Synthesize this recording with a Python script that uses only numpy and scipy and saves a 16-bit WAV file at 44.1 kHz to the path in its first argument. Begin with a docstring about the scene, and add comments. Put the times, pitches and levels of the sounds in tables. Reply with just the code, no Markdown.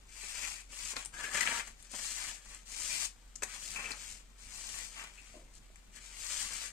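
"""A far engine drones while a steel trowel starts to spread sandy mortar along a hollow concrete block wall.
Sand hisses under the blade, and the unroofed walls echo briefly. After about a second the blade bears
on bare block: it rasps, catches and rings, grit cracks, and the block grinds below.
Mostly gentler strokes follow. Just past five seconds a lump of mortar patters to the ground,
and a few more strokes end the scene."""
import sys
import numpy as np
from scipy import signal
from scipy.fft import rfft, irfft, next_fast_len
from scipy.io import wavfile
from scipy.ndimage import map_coordinates

SR = 44100
rng = np.random.default_rng(int(sys.argv[2]) if len(sys.argv) > 2 else 0)


def to_wav(sig):
    """Store sig (one row per channel, or 1-D mono) as 16-bit WAV at the path in sys.argv[1].

    Samples outside -1..1 are clipped; the rate is SR.
    """
    pcm = np.clip(np.atleast_2d(sig), -1, 1) * 32767
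    pcm = np.round(pcm).astype(np.int16)
    wavfile.write(sys.argv[1], SR, pcm.T)  # frames by channels


N = 296336
T = np.arange(N) / SR

# Tone of the open air. Every spectrum gives only a shape: pitch_hz, level_db
AIR_SPECTRUM = [(12, -60), (20, 8.5), (54, -9.5), (72, -2), (97, -12), (223, -11.5), (347, -18.5),
                (1210, -23.5), (2100, -27), (3760, -24.5), (7720, -38.5), (13800, -36), (15000, -40)]
# How long the walls' echo takes to fade by 60 dB: pitch_hz, fade_s
WALL_FADE = [(200, 0.17), (2000, 0.23), (10000, 0.18)]
# How much louder the left side is than the right: pitch_hz, extra_db
LEFT_EXTRA = [(200, 1.5), (700, 1.5), (1000, -1), (1300, 8), (2400, 8.5), (3700, 3.5), (5500, 9.5),
              (7800, 14), (10000, 9.5), (14000, 1)]
# Pieces of wet mortar landing: start_s, level_db, decay_s
MORTAR_PIECES = [(5.34, -50, 0.0038), (5.353, -50, 0.0056), (5.366, -53, 0.023), (5.412, -66, 0.05),
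                 (5.7, -54, 0.0024)]
# Their dull thud: pitch_hz, level_db
THUD_SPECTRUM = [(50, -17), (110, -17), (215, 5.5), (330, 5), (450, -1), (590, 10), (700, 5), (820, -24),
                 (1040, 0), (1400, -33), (5000, -45)]
# Hiss of the sand: pitch_hz, level_db
SAND_SPECTRUM = [(600, -60.5), (1500, -17.5), (3000, -8), (3700, -8), (4500, -4.5), (5500, -6),
                 (7300, -3.5), (8500, -4.5), (10000, -14.5), (12000, -19), (15000, -26)]
# Grinding of the hollow block: pitch_hz, level_db
BLOCK_SPECTRUM = [(60, -23), (115, -9), (220, 2), (350, -4), (520, 1), (750, 1.5), (1000, 5.5), (1600, 1),
                  (4000, -69)]
# Broad rasp of the blade: pitch_hz, level_db
RASP_SPECTRUM = [(400, -23.5), (900, -5), (1300, -2.5), (1900, 0.5), (2350, 4), (2800, 0.5), (3400, -2),
                 (6000, -32)]
# The blade's own notes (modes), damped by hand and mortar: pitch_hz, width_hz, level_db
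BLADE_NOTES = [(940, 16, 10), (1162, 65, 3), (1398, 38, 0.5), (1434, 75, -4), (1659, 114, 8),
               (1729, 93, 7.5), (2070, 72, -2.5), (2064, 49, -6), (2365, 52, -4.5), (2597, 72, 5.5)]
# Single grains cracking under the edge: start_s, tick_db, pitch_hz, knock_db
GRIT_CRACKS = [(.897, -32, 7500, -40), (.907, -29, 7000, -42), (0.9657, -17.5, 4230, -14),
               (1.0495, -20, 8500, -47), (1.0583, -15.5, 8850, -55), (1.41, -23, 7150, -7),
               (1.4742, -30, 2180, -1.5), (1.826, -28, 9600, -52), (1.916, -24, 9000, -52),
               (2.164, -19, 7500, -40), (2.547, -26, 8000, -33), (3.3558, -29, 6040, -65),
               (3.3594, -23, 6860, -60), (3.423, -35, 2480, -35), (3.4352, -35, 6900, -21),
               (3.918, -20.5, 4470, -37), (4.741, -30, 7000, -25), (5.552, -33, 7800, -62),
               (5.758, -34.5, 7850, -36)]
# The blade catches on the block and judders: start_s, steel_db, sand_db, block_db, length_s, favoured_hz
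BLADE_CATCHES = [(0.232, -45.5, -57, -50, .012, 2360), (0.424, -43, -55, -66, 0.045, 2230),
                 (0.724, -53, -64, -54, 0.016, 2360), (.932, -45, -62, -47, 0.011, 1700),
                 (.958, -41.5, -50, -43.5, 0.022, 1300), (1.138, -44, -52, -70, .021, 1550),
                 (1.234, -34.5, -45.5, -50.5, 0.038, 1680), (1.344, -33, -41, -44, 0.015, 1700),
                 (1.37, -28, -38, -49, 0.016, 1720), (1.406, -24.5, -31.5, -54, 0.0096, 2100),
                 (1.426, -28, -39, -56, 0.01, 2120), (1.464, -28.5, -58, -48, 0.0096, 1950),
                 (1.511, -31.5, -52, -49, 0.016, 2100), (1.595, -31.5, -44, -63, 0.0081, 2220),
                 (1.671, -42.5, -49.5, -50.5, 0.014, 1930), (1.934, -46, -65, -46, 0.021, 1500),
                 (2.889, -43, -46, -61, 0.084, 2400), (3.046, -58, -38.5, -60, 0.023, 2300),
                 (3.421, -37, -42.5, -39.5, 0.012, 2430), (3.432, -32.5, -31.5, -39.5, 0.0071, 2180),
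                 (3.757, -36.5, -46.5, -73, 0.024, 2365), (3.792, -39.5, -58, -65, .018, 2365),
                 (3.841, -39.5, -56, -50, .028, 2360), (3.906, -38.5, -44.5, -45, .016, 2365),
                 (4.773, -46.5, -66, -64, 0.061, 2150), (5.035, -59, -52, -51, 0.015, 1500),
                 (5.173, -51, -74, -69, .03, 2530), (5.954, -55, -53, -76, .025, 1950)]
# Trowel strokes: start_s, rise_s, hold_s, fall_s, sand_db, steel_db, block_db, swell_db (over the hold),
# favoured_hz, spread_octaves, ringing_share (0-1). The last three, the "contact", pick the notes that ring.
TROWEL_STROKES = [(0.061, .28, .12, .2, -45, -45.5, -64, 3, 2320, 0.16, 0.43),
                  (0.682, 0.093, .13, 0.052, -45.5, -51, -67, 5, 2130, .6, 0),
                  (0.952, 0.018, 0.022, 0.09, -48, -45.5, -55.5, -2, 1600, 0.65, 0),
                  (1.118, 0.064, .13, 0.056, -50.5, -42, -53, 1.5, 1580, .27, 0.86),
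                  (1.313, 0.037, .24, .05, -41.5, -36.5, -47.5, -3.5, 1640, 0.53, 0.64),
                  (1.618, .03, .025, 0.087, -56, -56, -63, -1.5, 2200, .4, .33),
                  (1.766, 0.038, 0.054, 0.08, -61, -62, -83, 0, 2130, .4, 0.6),
                  (1.89, 0.09, 0.15, .07, -43, -50.5, -58, 1, 2150, .32, .35),
                  (2.122, 0.052, 0.1, 0.15, -44.5, -45.5, -61, -1.5, 2110, .32, 0.43),
                  (2.383, 0.14, 0.022, 0.13, -55.5, -56, -66, -2, 2150, 0.28, 0.5),
                  (2.648, 0.17, 0.23, 0.018, -40, -47.5, -56, 4, 2250, 0.14, 0.36),
                  (3.434, 0.099, 0.029, 0.037, -49, -47.5, -63, 2, 1780, .54, 0.2),
                  (3.564, 0.069, 0.11, 0.035, -46.5, -53.5, -62.5, 1, 2310, 0.29, 0.54),
                  (3.726, 0.032, 0.16, 0.071, -51.5, -47, -51.5, 1, 2300, 0.46, 0.35),
                  (3.92, 0.084, 0.1, 0.14, -50.5, -56.5, -67, -0.5, 2080, .78, 0),
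                  (4.367, 0.052, 0.081, .04, -56, -59, -71, -1, 2100, .5, 0.36),
                  (4.484, 0.049, 0.25, 0.23, -48.5, -54.5, -63, 4, 2180, 0.18, .42),
                  (4.926, 0.069, 0.032, 0.11, -52.5, -46, -57, -3.5, 1700, .86, 0.15),
                  (5.076, 0.053, 0.21, 0.14, -63, -62, -83, 2, 2400, 0.28, 0.17),
                  (5.52, 0.03, 0.026, 0.028, -62.5, -81, -80, 3, 2100, .3, 0.8),
                  (5.918, 0.044, 0.0092, 0.034, -55.5, -49.5, -70, 5.5, 1920, 0.17, 0.68),
                  (5.988, 0.05, 0.21, .05, -54.5, -57, -70, 3, 2200, 0.65, 0.07),
                  (6.143, .16, 0.12, 0.056, -41, -47, -61.5, 2.5, 2200, 0.47, 0.3),
                  (6.401, 0.053, 0.2, 0.07, -45, -47, -58.5, 0.5, 2260, 0.51, 0.47)]

RISE_CURVE, FALL_CURVE = 0.84, 1.17  # powers that bend the press and the lift
LIGHT_TOUCH_DB = (-70.5, -69.5, -74.5)  # sand, steel, block: the blade barely brushes between strokes
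CATCH_OCTAVES, CATCH_SHARE = 0.063, 0.74  # a caught blade rings strongly on few notes
SLIP_DEPTH, SLIP_RINGING = 0.53, .8  # stick and slip on wet mortar, and what a fully ringing blade adds


def amp(db):
    """Turns decibels into a gain."""
    return 10 ** (np.asarray(db) / 20)


def unit(x):
    """Scales x to an average (rms) level of 1."""
    return x / np.sqrt(np.mean(x ** 2) + 1e-20)


def along(points, hz):
    """Reads between the rows of a (pitch_hz, value) table, on a log pitch scale."""
    pitches, values = np.transpose(points)
    return np.interp(np.log(hz + 1), np.log(pitches + 1), values)


def wobble(rate):
    """A smooth random curve through `rate` points a second."""
    return map_coordinates(rng.standard_normal(int(N * rate / SR) + 4), [T * rate])


def filtered(x, response):
    """Multiplies each frequency in x by response(hz)."""
    size = next_fast_len(N + SR // 2)
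    return irfft(rfft(x, size) * response(np.fft.rfftfreq(size, 1 / SR)), size)[..., :N]


def coloured(x, spectrum, size=4096):
    """Gives x the tone of a spectrum, with a filter that rings only after each hit."""
    cepstrum = irfft(np.log(amp(along(spectrum, np.fft.rfftfreq(size, 1 / SR)))))
    cepstrum[1:size // 2] *= 2
    cepstrum[size // 2 + 1:] = 0
    ring = irfft(np.exp(rfft(cepstrum)))
    return signal.fftconvolve(x, ring / np.linalg.norm(ring))[:N]


def far_engine(level_db=-59, pitch_hz=43.1):
    """A far engine drones on one low note that wavers in level and pitch."""
    waver = amp(1.3 * wobble(16))
    phase = 2 * np.pi * pitch_hz * T + .5 * wobble(2.61) + 0.19 * wobble(17)
    return amp(level_db) * waver * np.sqrt(2) * np.sin(phase)


def open_air(gain_db=-65, bass_width=0.54):
    """Faint open air, whose low rumble swells and sinks many times a second."""
    mid, side = [coloured(rng.standard_normal(N), AIR_SPECTRUM) for _ in range(2)]
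    rumble = filtered(mid, lambda hz: 1 / (1 + (hz / 300) ** 4))
    stir = rumble * (amp(3.75 * wobble(28)) - 1)
    side = filtered(side, lambda hz: bass_width + (1 - bass_width) * hz / (hz + 700))
    return amp(gain_db) * (stir + np.array([mid + side, mid - side]))


def wall_echo():
    """A short, blurred echo from the block walls, different on each side."""
    hz, t, noise = signal.stft(rng.standard_normal((2, SR // 4)), SR, nperseg=256)
    fade = amp(-60 * t / along(WALL_FADE, hz)[:, None])
    tail = signal.istft(noise * fade, SR, nperseg=256)[1]
    return np.pad(tail / np.linalg.norm(tail[0]), ((0, 0), (SR // 300, 0)))


def near_scatter(decay_s=0.0053):
    """Sound scatters off the nearest rough faces for a few milliseconds."""
    t = np.arange(SR // 20) / SR
    scatter = np.exp(-t / decay_s) * rng.standard_normal((1, len(t)))
    return scatter / np.linalg.norm(scatter)


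def drifting(x, make_echo, rate, count):
    """Random echo patterns blend into one another, as when the trowel travels along the wall."""
    weights = np.array([wobble(rate) for _ in range(count)])
    weights /= np.linalg.norm(weights, axis=0)
    return sum(w * signal.oaconvolve(x[None], make_echo(), axes=1)[:, :N] for w in weights)


def in_stereo(x, wall_db=-8, direct_share=0.07, split_hz=750, left_delay_s=.00043):
    """The left side faces the trowel; the right gets its treble mostly scattered. Both share the bass."""
    left = filtered(x, lambda hz: np.exp(-2j * np.pi * hz * left_delay_s))
    scattered = drifting(x, near_scatter, rate=30, count=5)[0]
    shaded = np.sqrt(direct_share) * x + np.sqrt(1 - direct_share) * scattered
    left, shaded = np.array([left, shaded]) + amp(wall_db) * drifting(x, wall_echo, rate=8, count=3)
    bass = lambda hz: 1 / np.sqrt(1 + (hz / split_hz) ** 4)
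    right = filtered(left, bass) + filtered(shaded, lambda hz: np.sqrt(1 - bass(hz) ** 2))
    lean = np.array([[.5], [-.5]])  # left goes up by half, right down by half
    return filtered(np.array([left, right]), lambda hz: amp(lean * along(LEFT_EXTRA, hz)))


def burst(start_s, hold_s, decay_s):
    """The level of a touch that holds and then lets go."""
    envelope, age = np.zeros(N), np.arange(SR // 4) / SR
    envelope[round(start_s * SR):][:len(age)] = np.exp(-np.maximum(age - hold_s, 0) / decay_s)
    return envelope


def falling_mortar():
    """Wet lumps land with a dull patter."""
    landings = sum(amp(db) * burst(start_s, 0, decay_s) for start_s, db, decay_s in MORTAR_PIECES)
    return coloured(landings * rng.standard_normal(N), THUD_SPECTRUM)


def cracking_grit(crumble_db=-17, crumble_s=0.0024, cycles=1.45, dull_hz=9500):
    """Each grain snaps, rings for a cycle or so and crumbles; the snap also knocks the steel."""
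    ticks, knocks = np.zeros((2, N))
    t = np.arange(SR // 20) / SR
    for start_s, tick_db, hz, knock_db in GRIT_CRACKS:
        snap = (t == 0) + amp(crumble_db) * np.exp(-t / crumble_s) * rng.standard_normal(len(t))
        snap /= np.linalg.norm(snap)
        ping = np.exp(-t * hz / cycles) * np.sin(2 * np.pi * hz * t)
        ping = np.gradient(ping) * SR / (2 * np.pi * hz)  # thins out the bass
        start = round(start_s * SR)
        ticks[start:][:len(t)] += amp(tick_db) * signal.fftconvolve(snap, ping)[:len(t)]
        knocks[start:][:len(t)] += amp(knock_db) * snap
    return filtered(ticks, lambda hz: 1 / np.sqrt(1 + (hz / dull_hz) ** 10)), knocks


def grains(rate, spread_db, smooth):
    """About `rate` uneven little hits a second, in brief clumps, over smooth rubbing noise."""
    hits = (rng.random(N) < rate / SR) * rng.choice([-1, 1], N)
    sizes = amp(spread_db * np.minimum(rng.standard_normal(N), 2))
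    clumps = amp(1.3 * wobble(500))
    return unit(clumps * (unit(hits * sizes) + smooth * rng.standard_normal(N)))


def steel_blade(force, favoured_hz, spread_octaves, ringing_share):
    """The blade rings most on notes near the favoured pitch, over a broad rasp damped by mortar."""
    t = np.arange(SR // 10) / SR
    share = np.clip(ringing_share, 0, 1)
    gains = np.array([amp(db) / np.hypot(1, (np.log2(hz / favoured_hz) / spread_octaves) ** 2)
                      for hz, _, db in BLADE_NOTES])
    gains *= np.sqrt(share) / np.linalg.norm(gains, axis=0)
    ring = 0
    for k, (hz, width_hz, _) in enumerate(BLADE_NOTES):
        note = (-1) ** k * np.exp(-np.pi * width_hz * t) * np.sin(2 * np.pi * hz * t)
        ring += signal.oaconvolve(gains[k] * force, note / np.linalg.norm(note))[:N]
    return ring + coloured(np.sqrt(1 - share) * force, RASP_SPECTRUM)


def hand_strokes():
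    """Each stroke presses in, holds and lifts. Gives sand, steel and block gains, and the contact."""
    power = np.outer(amp(LIGHT_TOUCH_DB) ** 2, np.ones(N))
    contact, weight = np.zeros((3, N)), np.zeros(N)
    for start_s, rise_s, hold_s, fall_s, *levels_db, swell_db, hz, spread, share in TROWEL_STROKES:
        held_s = T - start_s - rise_s
        rise = np.clip(1 + held_s / rise_s, 0, 1) ** RISE_CURVE
        fall = np.clip(1 - (held_s - hold_s) / fall_s, 0, 1) ** FALL_CURVE
        swell = amp(swell_db * (np.clip(held_s / hold_s, 0, 1) - .5))
        press = rise * fall * swell
        power += np.outer(amp(levels_db), press) ** 2
        # where strokes overlap, the contact slides from one to the next
        contact += np.outer([hz, spread, share], press + 1e-6)
        weight += press + 1e-6
    return np.sqrt(power), contact / weight


def trowel(rasp_gain_db=-2.5, grind_gain_db=-2.5, catch_gain_db=-1.5):
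    """Sand drives the hiss, blade and block; the drag sticks and slips, hardest where the steel rings."""
    (hiss, rasp, grind), contact = hand_strokes()
    ringing_share = contact[2]
    slip = (SLIP_DEPTH + SLIP_RINGING * ringing_share) * (wobble(110) + 0.53 * wobble(30))
    on_sand = hiss * amp(.85 * slip) * grains(rate=3200, spread_db=4.2, smooth=.85)
    on_steel = rasp * amp(rasp_gain_db + 1.4 * slip) * grains(rate=1400, spread_db=4, smooth=.65)
    on_block = grind * amp(grind_gain_db + 1.77 * slip) * grains(rate=500, spread_db=4, smooth=0.53)
    # a catch shakes all three together, and pulls the contact to where the edge is caught
    chatter = amp(catch_gain_db) * rng.standard_normal(N)
    for start_s, steel_db, sand_db, block_db, length_s, hz in BLADE_CATCHES:
        grip = burst(start_s, length_s / 2, length_s / 2)
        on_steel += amp(steel_db) * grip * chatter
        on_sand += amp(sand_db) * grip * chatter
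        on_block += amp(block_db) * grip * chatter
        pull = 1 - 1 / (1 + (amp(steel_db) * grip / rasp) ** 2)
        contact += pull * (np.array([[hz], [CATCH_OCTAVES], [CATCH_SHARE]]) - contact)
    ticks, knocks = cracking_grit()
    blade = steel_blade(on_steel + knocks, *contact)
    return ticks + coloured(on_sand, SAND_SPECTRUM) + blade + coloured(on_block, BLOCK_SPECTRUM)


def scene():
    """Trowel and mortar between the walls, over the engine and the air."""
    return in_stereo(trowel() + falling_mortar()) + far_engine() + open_air()


def record(dry, top_hz=15500):
    """Cuts away the very highest treble."""
    return filtered(dry, lambda hz: 1 / (1 + (hz / top_hz) ** 80))


dry = scene()
out = record(dry)
to_wav(out)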